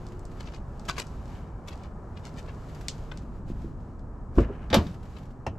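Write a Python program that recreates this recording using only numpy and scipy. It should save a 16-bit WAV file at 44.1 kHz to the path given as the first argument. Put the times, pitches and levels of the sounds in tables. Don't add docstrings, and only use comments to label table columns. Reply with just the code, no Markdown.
import sys
import numpy as np
from scipy import signal
from scipy.io import wavfile

SR = 44100
rng = np.random.default_rng(int(sys.argv[2]) if len(sys.argv) > 2 else 0)


def wav_out(sig):
    wavfile.write(sys.argv[1], SR, np.round(np.clip(np.atleast_2d(sig).T, -1, 1) * 32767).astype(np.int16))


N = 246166
TIME = np.arange(N) / SR
RING_SAMPLES = 26000
RING_TIME = TIME[:RING_SAMPLES]

# (fastest moment [s], level [dB], half length [s])
ARM_SWINGS = [(0.04, -68, 0.17), (0.41, -66, .13), (1.03, -65, 0.28), (1.34, -63.5, .085),
              (1.77, -69.5, 0.1), (2.4, -68, .22), (2.86, -62, 0.3), (3.36, -73, 0.041),
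              (3.5, -61.5, 0.026), (3.62, -67.5, 0.087), (3.86, -80, 0.093), (4.39, -58.5, 0.034),
              (4.85, -59, 0.1), (5.14, -66, 0.14)]


def from_db(db):
    return 10 ** (np.asarray(db) / 20)


def rms_one(x):
    return x / np.sqrt(np.mean(x ** 2) + 1e-20)


def in_time(rows):
    s, *columns = np.transpose(rows)
    return [np.interp(TIME, s, c) for c in columns]


def at_hz(rows, hz):
    freqs, *columns = np.transpose(rows)
    return [np.interp(np.log(hz), np.log(freqs), c) for c in columns]


def add(out, s, sound):
    start = max(round(s * SR), 0)
    part = sound[..., :max(N - start, 0)]
    out[..., start:start + part.shape[-1]] += part


def soften(x, hz):
    return signal.sosfilt(signal.butter(2, min(hz, SR * .45), fs=SR, output="sos"), x + 1e-18)


def thin(x, hz):
    sos = signal.butter(2, np.clip(hz, 15, SR * .45), "high", fs=SR, output="sos")
    return signal.sosfilt(sos, x + 1e-18)


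def noise_bands(size):
    # (frequency [Hz], left-right correlation [0-1])
    likeness = [(30, 0.9), (70, 1), (120, 1), (400, 0.96), (1000, 0.77), (3000, 0.59), (7000, 0.78),
                (13000, 0.3)]
    # (frequency [Hz], left minus right [dB])
    balance = [(100, -0.65), (400, 1), (1300, 1.6), (2500, 1), (5000, 0.1), (9000, 1), (13000, 7)]
    edges = [*np.geomspace(18, 4000, 21), 5000, 6400, 8000, 9700, 11500, 13100, 16000]
    white = rng.standard_normal((2, 2, size + 8000))
    sides = np.array([[1], [-1]])
    for k, (low, high) in enumerate(zip(edges, edges[1:])):
        bandpass = signal.butter(3, [low, high], "band", fs=SR, output="sos")
        mid, side = signal.sosfilt(bandpass, white[k % 2])[:, -size:]
        hz = np.sqrt(low * high)
        alike = np.clip(at_hz(likeness, hz)[0], 0, 1)
        pair = np.sqrt(1 + alike) * mid + np.sqrt(1 - alike) * side * sides
        yield hz, rms_one(pair) * from_db(sides * at_hz(balance, hz)[0] / 2)


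def coloured(bands, spectrum):
    return rms_one(sum(band * np.sqrt(hz) * from_db(at_hz(spectrum, hz)[0]) for hz, band in bands))


def strokes(rows):
    powers = (from_db(db) ** 2 * np.exp(-2 * ((TIME - s) / half_s) ** 2) for s, db, half_s in rows)
    return np.sqrt(sum(powers))


def damped(hz, t60):
    return np.sin(2 * np.pi * hz * RING_TIME) * from_db(-60 * RING_TIME / t60)


def modes(table):
    return sum(from_db(db) * damped(hz, t60) for hz, db, t60 in table)


def dense_ring(table, crack_db, crack_s, tail_db, tail_t60):
    crack = from_db(crack_db) * np.exp(-RING_TIME / crack_s)
    tail = from_db(tail_db) * from_db(-60 * RING_TIME / tail_t60)
    out = 0
    for hz, band in noise_bands(RING_SAMPLES):
        level_db, t60 = at_hz(table, hz)
        radiated = min(hz / table[0][0], 1) ** 2
        decay = from_db(-60 * RING_TIME / t60)
        out = out + band * radiated * from_db(level_db) * (decay + crack + tail)
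    return out


def struck(knocks, ring, rise_s, light_tap_hz=0):
    out = np.zeros((2, N))
    onset = 1 - np.exp(-(RING_TIME / rise_s) ** 2)
    hardest_db = max(db for s, db, contact_hz in knocks)
    for s, db, contact_hz in knocks:
        lightness = (1 - from_db(db - hardest_db)) ** 4
        knock = soften(ring * onset, contact_hz)
        add(out, s, from_db(db) * thin(knock, light_tap_hz * lightness))
    return out


def outdoors(bands, rumble_gain_db, traffic_gain_db):
    # (time [s], rumble [dB], traffic [dB])
    drift = [(0.0, -40.5, -52), (2.59, -39.5, -51), (3.59, -37.5, -54.5), (3.9, -40, -54.5),
             (4.66, -39, -52.5), (5.28, -41.5, -55.5), (5.58, -42, -52.5)]
    # (frequency [Hz], relative density [dB])
    rumble_colour = [(11, -30), (18, 2.5), (66, 0), (118, -5), (145, -5), (177, -9), (206, -7.5),
                     (365, -22.5), (400, -42), (520, -46.5), (880, -120)]
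    # (frequency [Hz], relative density [dB])
    traffic_colour = [(250, -16), (380, 3.5), (600, -1), (800, -1.5), (1050, -2), (1500, -11.5),
                      (2200, -27.5), (3500, -37.5), (7000, -35), (13000, -54.5)]
    rumble_db, traffic_db = in_time(drift)
    rumble = from_db(rumble_db + rumble_gain_db) * coloured(bands, rumble_colour)
    traffic = from_db(traffic_db + traffic_gain_db) * coloured(bands, traffic_colour)
    return rumble + traffic


def hum(hz, level_db, half_level_s):
    waver = rms_one(soften(rng.standard_normal(N), 19))
    pitch_hz = hz * (1 + 0.0085 * waver)
    fade = 1 / (1 + (TIME / half_level_s) ** 6)
    return from_db(level_db) * fade * np.sin(2 * np.pi * np.cumsum(pitch_hz) / SR)


def jacket(bands, creases_per_s, crease_db, crease_s):
    # (frequency [Hz], relative density [dB])
    cloth = [(1200, 0), (2500, 4.5), (4000, 0), (7200, -5.5), (8800, -20.5), (10600, -13.5), (12300, -14),
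             (14500, -34)]
    creases = (rng.random(N) < creases_per_s / SR) * rng.random(N)
    ticks = from_db(crease_db) * signal.lfilter([1], [1, -np.exp(-1 / (crease_s * SR))], creases + 1e-18)
    return strokes(ARM_SWINGS) * (1 + ticks) * coloured(bands, cloth)


def grit(fine_peak_per_s, fine_db, fine_spread_db, fine_low_cut_hz, walk_end_s):
    # (time [s], gain [dB], low cut [Hz])
    stones = [(0.067, -28, 2480), (0.194, -23, 9200), (0.253, -22.5, 7000), (0.796, -27, 3500),
              (0.854, -28.5, 2980), (1.069, -25.5, 5000), (2.253, -22.5, 2000), (2.8838, -2.5, 2200),
              (3.174, -23.5, 1960), (3.193, -45, 1520), (3.994, -41, 1970)]
    # (frequency [Hz], band level [dB], t60 [s])
    stone_ring = [(1020, -87, .08), (2370, -46, 0.089), (3700, -41.5, 0.12), (5100, -40.5, 0.13),
                  (7600, -41, 0.099), (8640, -58.5, 0.16), (12200, -68, 0.083), (14400, -84, .06)]
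    snap = dense_ring(stone_ring, crack_db=15.5, crack_s=0.0012, tail_db=-9.5, tail_t60=0.18)
    out = np.zeros((2, N))
    for s, db, low_cut_hz in stones:
        add(out, s, from_db(db) * thin(snap, low_cut_hz))
    effort = strokes(ARM_SWINGS) * (TIME < walk_end_s)
    cracks = rng.random(N) < fine_peak_per_s / SR * effort / effort.max()
    strengths = from_db(fine_db + fine_spread_db * rng.standard_normal(N))
    crackle = signal.fftconvolve([cracks * strengths], thin(snap, fine_low_cut_hz))[:, :N]
    return out + crackle


def scuffs(bands, grain_db, echo_db, echo_s, bounce_db):
    # (peak time [s], gain [dB], swell and fade [s], high cut [Hz])
    slides = [(0.407, -47.5, 0.0092, 7840), (0.471, -48, 0.016, 5000), (0.544, -49, .019, 6860),
              (0.887, -28.5, 0.0026, 8260), (0.897, -33.5, .003, 8200), (0.91, -42, 0.0091, 6000),
              (0.981, -35, .008, 2750), (0.997, -33.5, 0.012, 10000), (1.36, -60, 0.12, 3040),
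              (1.685, -42, 0.0062, 12200), (1.725, -53.5, 0.021, 5940), (1.839, -53.5, 0.02, 3500),
              (2.172, -49.5, 0.0074, 3970), (2.261, -45.5, 0.011, 7300), (2.383, -44, 0.0081, 8950),
              (2.489, -44, .012, 2770), (3.118, -33, 0.0021, 3160), (5.169, -49.5, 0.0075, 3470)]
    # (frequency [Hz], relative density [dB])
    asphalt = [(500, 6), (850, 2), (1250, 6), (1800, 0.5), (2400, 6), (3200, 1.5), (4200, 0), (7200, -3.5),
               (8800, -16), (12300, -12.5), (14500, -33)]
    roughness = np.clip(rng.standard_normal(N // 40 + 1), -2, 2)
    grains = np.repeat(from_db(grain_db * roughness), 40)[:N]
    scrape = rms_one(coloured(bands, asphalt) * grains)
    lags_s = rng.uniform(.0008, .003, len(slides))
    out = np.zeros((2, N))
    for (s, db, fade_s, high_cut_hz), lag_s in zip(slides, lags_s):
        near = np.abs(TIME - s) < .3
        t = TIME[near] - s
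        echo = from_db(echo_db) * (t > 0) * np.exp(-abs(t) / echo_s)
        stroke = scrape[:, near] * (np.exp(-abs(t) / fade_s) + echo)
        bounce = from_db(bounce_db) * np.roll(stroke, round(lag_s * SR), axis=1)
        out[:, near] += from_db(db) * soften(stroke + bounce, high_cut_hz)
    return out


def footfalls():
    # (time [s], gain [dB], contact high cut [Hz])
    landings = [(0.8888, -5, 4000), (0.8958, 5.5, 2500), (0.9863, -17, 5000), (0.9965, -18, 5000),
                (1.681, -14, 3980), (3.115, -13.5, 3900)]
    # (frequency [Hz], level [dB], t60 [s])
    sole_modes = [(1086, -42.5, 0.17), (1190, -19.5, 0.017), (1507, -33, 0.095), (2060, -38, 0.025),
                  (2800, -44, .05), (3500, -25.5, 0.033)]
    return struck(landings, modes(sole_modes), rise_s=0.00093)


def door_shell(reach_octaves, rise_s):
    # (time [s], gain [dB], centre frequency [Hz])
    shoves = [(3.501, -23.5, 257), (3.645, -25, 277), (4.3754, -7, 47.8), (4.3762, -17, 221),
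              (4.3837, -13, 277), (4.405, -18.5, 93), (4.497, -26, 380), (4.708, -25, 225),
              (4.728, -22.5, 88.5), (4.731, -18.5, 524), (4.7495, -17.5, 645), (4.7695, -14.5, 207),
              (4.787, -17.5, 79.5), (4.865, -17.5, 148), (5.4708, -25, 100)]
    # (frequency [Hz], level [dB], t60 [s])
    panel_modes = [(53.1, -3, 0.31), (80.3, 3.5, 0.16), (105.3, -5.5, 0.5), (168, -13, .2),
                   (194, -5.5, 0.26), (212.2, -0.5, 0.16), (267.3, -6.5, 0.093), (303.6, -2.5, 0.029),
                   (328, -5.5, 0.11), (401, 1, 0.091), (420, -20, 0.13), (511, -0.5, 0.13), (546, 6, 0.054),
                   (646, -2, 0.085)]
    out = np.zeros(N)
    hardest_db = max(db for s, db, centre_hz in shoves)
    for s, db, centre_hz in shoves:
        build_s = rise_s * from_db(hardest_db - db)
        onset = 1 - np.exp(-RING_TIME / build_s)
        for hz, mode_db, t60 in panel_modes:
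            drive = np.exp(-(np.log2(hz / centre_hz) / reach_octaves) ** 2)
            add(out, s, from_db(db + mode_db) * drive * onset * damped(hz, t60))
    return out


def handle():
    # (time [s], gain [dB], contact high cut [Hz])
    knocks = [(4.364, -19.5, 1520), (4.3808, -6.5, 1600), (4.3838, 3, 1720), (4.404, -16, 5970),
              (4.424, -20.5, 2000), (4.447, -27, 2510), (4.489, -21.5, 2010)]
    # (frequency [Hz], band level [dB], t60 [s])
    handle_ring = [(150, -33, 0.39), (330, -30.5, 0.17), (600, -28, 0.12), (746, -33, 0.034),
                   (1100, -26, 0.036), (1450, -28.5, 0.046), (1900, -43.5, 0.072), (2900, -40.5, 0.17),
                   (4000, -50.5, 0.19), (7000, -41.5, 0.084), (12900, -60, .1)]
    clunk = dense_ring(handle_ring, crack_db=4.5, crack_s=0.0017, tail_db=-25.0, tail_t60=0.87)
    return struck(knocks, clunk, rise_s=0.00063)


def rod(bands, grain_db):
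    # (fastest moment [s], level [dB], half length [s])
    tugs = [(4.425, -48, 0.032), (4.54, -57.5, 0.065), (4.635, -56.5, 0.041)]
    # (frequency [Hz], relative density [dB])
    rasp = [(700, -0.5), (1500, 8.5), (2200, 4), (2900, 2), (3600, -12.5), (6000, -17), (13000, -35)]
    slips = rms_one(soften(rng.standard_normal(N), 120))
    return strokes(tugs) * from_db(grain_db * slips) * coloured(bands, rasp)


def latch():
    # (time [s], gain [dB], contact high cut [Hz])
    knocks = [(4.7015, -17, 6960), (4.713, -14.5, 2000), (4.7285, -3, 4500), (4.7318, -3.5, 4100),
              (4.7393, -7, 6040), (4.7423, 3.5, 14700), (4.7495, -7.5, 5500), (4.768, -14, 6000),
              (4.867, -24.5, 7100), (4.914, -41, 5000)]
    # (frequency [Hz], band level [dB], t60 [s])
    latch_ring = [(150, -37.5, 0.63), (352, -31.5, 0.28), (647, -31.5, 0.22), (1040, -32.5, 0.19),
                  (1990, -37.5, 0.17), (3630, -34.5, 0.14), (5620, -36, .11), (7140, -42.5, 0.13),
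                  (8800, -46, 0.091), (10600, -45.5, 0.078), (12400, -41.5, 0.095), (14500, -74, .05)]
    # (frequency [Hz], relative level [dB], t60 [s])
    latch_modes = [(889, -24, 0.17), (1056, -29.5, 0.18), (1154, -28.5, 0.19), (1410, -42, 0.17),
                   (1578, -22, 0.068), (2355, -46, 0.19), (2767, -47, 0.14), (2970, -36.5, 0.15),
                   (3187, -40, 0.15), (3290, -41.5, 0.13), (3685, -27, 0.1), (3620, -38.5, 0.09),
                   (4930, -41, 0.13), (5580, -36, 0.09)]
    tones = from_db(-1.5) * modes(latch_modes)
    clunk = dense_ring(latch_ring, crack_db=8, crack_s=0.0021, tail_db=-29.5, tail_t60=0.49)
    return struck(knocks, tones + clunk, rise_s=0.00049, light_tap_hz=1190)


def door_check():
    # (time [s], gain [dB], contact high cut [Hz])
    knocks = [(5.4625, -29, 3000), (5.4642, 0, 8000), (5.478, -20, 3500), (5.551, -23, 1500)]
    # (frequency [Hz], band level [dB], t60 [s])
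    stay_ring = [(201, -39.5, 0.38), (520, -46, 0.15), (874, -32, 0.073), (1240, -49, 0.15),
                 (1900, -42.5, 0.06), (2720, -44, 0.13), (3700, -61, 0.099), (5660, -49, 0.097),
                 (7520, -52.5, 0.065), (10000, -62, 0.058), (13000, -54, 0.046)]
    # (frequency [Hz], relative level [dB], t60 [s])
    stay_modes = [(541, -33.5, 0.093), (660, -29, 0.079), (878, -15.5, 0.023), (969, -23.5, 0.056),
                  (1050, -40.5, 0.1), (1835, -43, 0.095), (2694, -40, 0.059), (2700, -62, .12),
                  (5300, -42, 0.041)]
    tones = from_db(1.5) * modes(stay_modes)
    clack = dense_ring(stay_ring, crack_db=5.5, crack_s=0.0024, tail_db=-44, tail_t60=.5)
    return struck(knocks, tones + clack, rise_s=0.0022)


def scene():
    air, friction = list(noise_bands(N)), list(noise_bands(N))
    shoes = scuffs(friction, grain_db=6.5, echo_db=-19, echo_s=0.041, bounce_db=-0.5) + footfalls()
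    walk = shoes * from_db([[.4], [-1.6]])
    walk += grit(fine_peak_per_s=14, fine_db=-37, fine_spread_db=2, fine_low_cut_hz=2400, walk_end_s=3.25)
    walk += jacket(air, creases_per_s=9, crease_db=11.5, crease_s=0.0065)
    boom = door_shell(reach_octaves=0.36, rise_s=0.00026)
    hardware = handle() + rod(friction, grain_db=2.5) + latch() + door_check()
    bed = outdoors(air, rumble_gain_db=1.0, traffic_gain_db=1.5)
    bed += hum(hz=356.6, level_db=-48.5, half_level_s=0.39)
    return walk + boom + hardware + bed


def record(dry):
    return signal.sosfilt(signal.ellip(10, .1, 80, 15300, fs=SR, output="sos"), dry)


dry = scene()
out = record(dry)
wav_out(out)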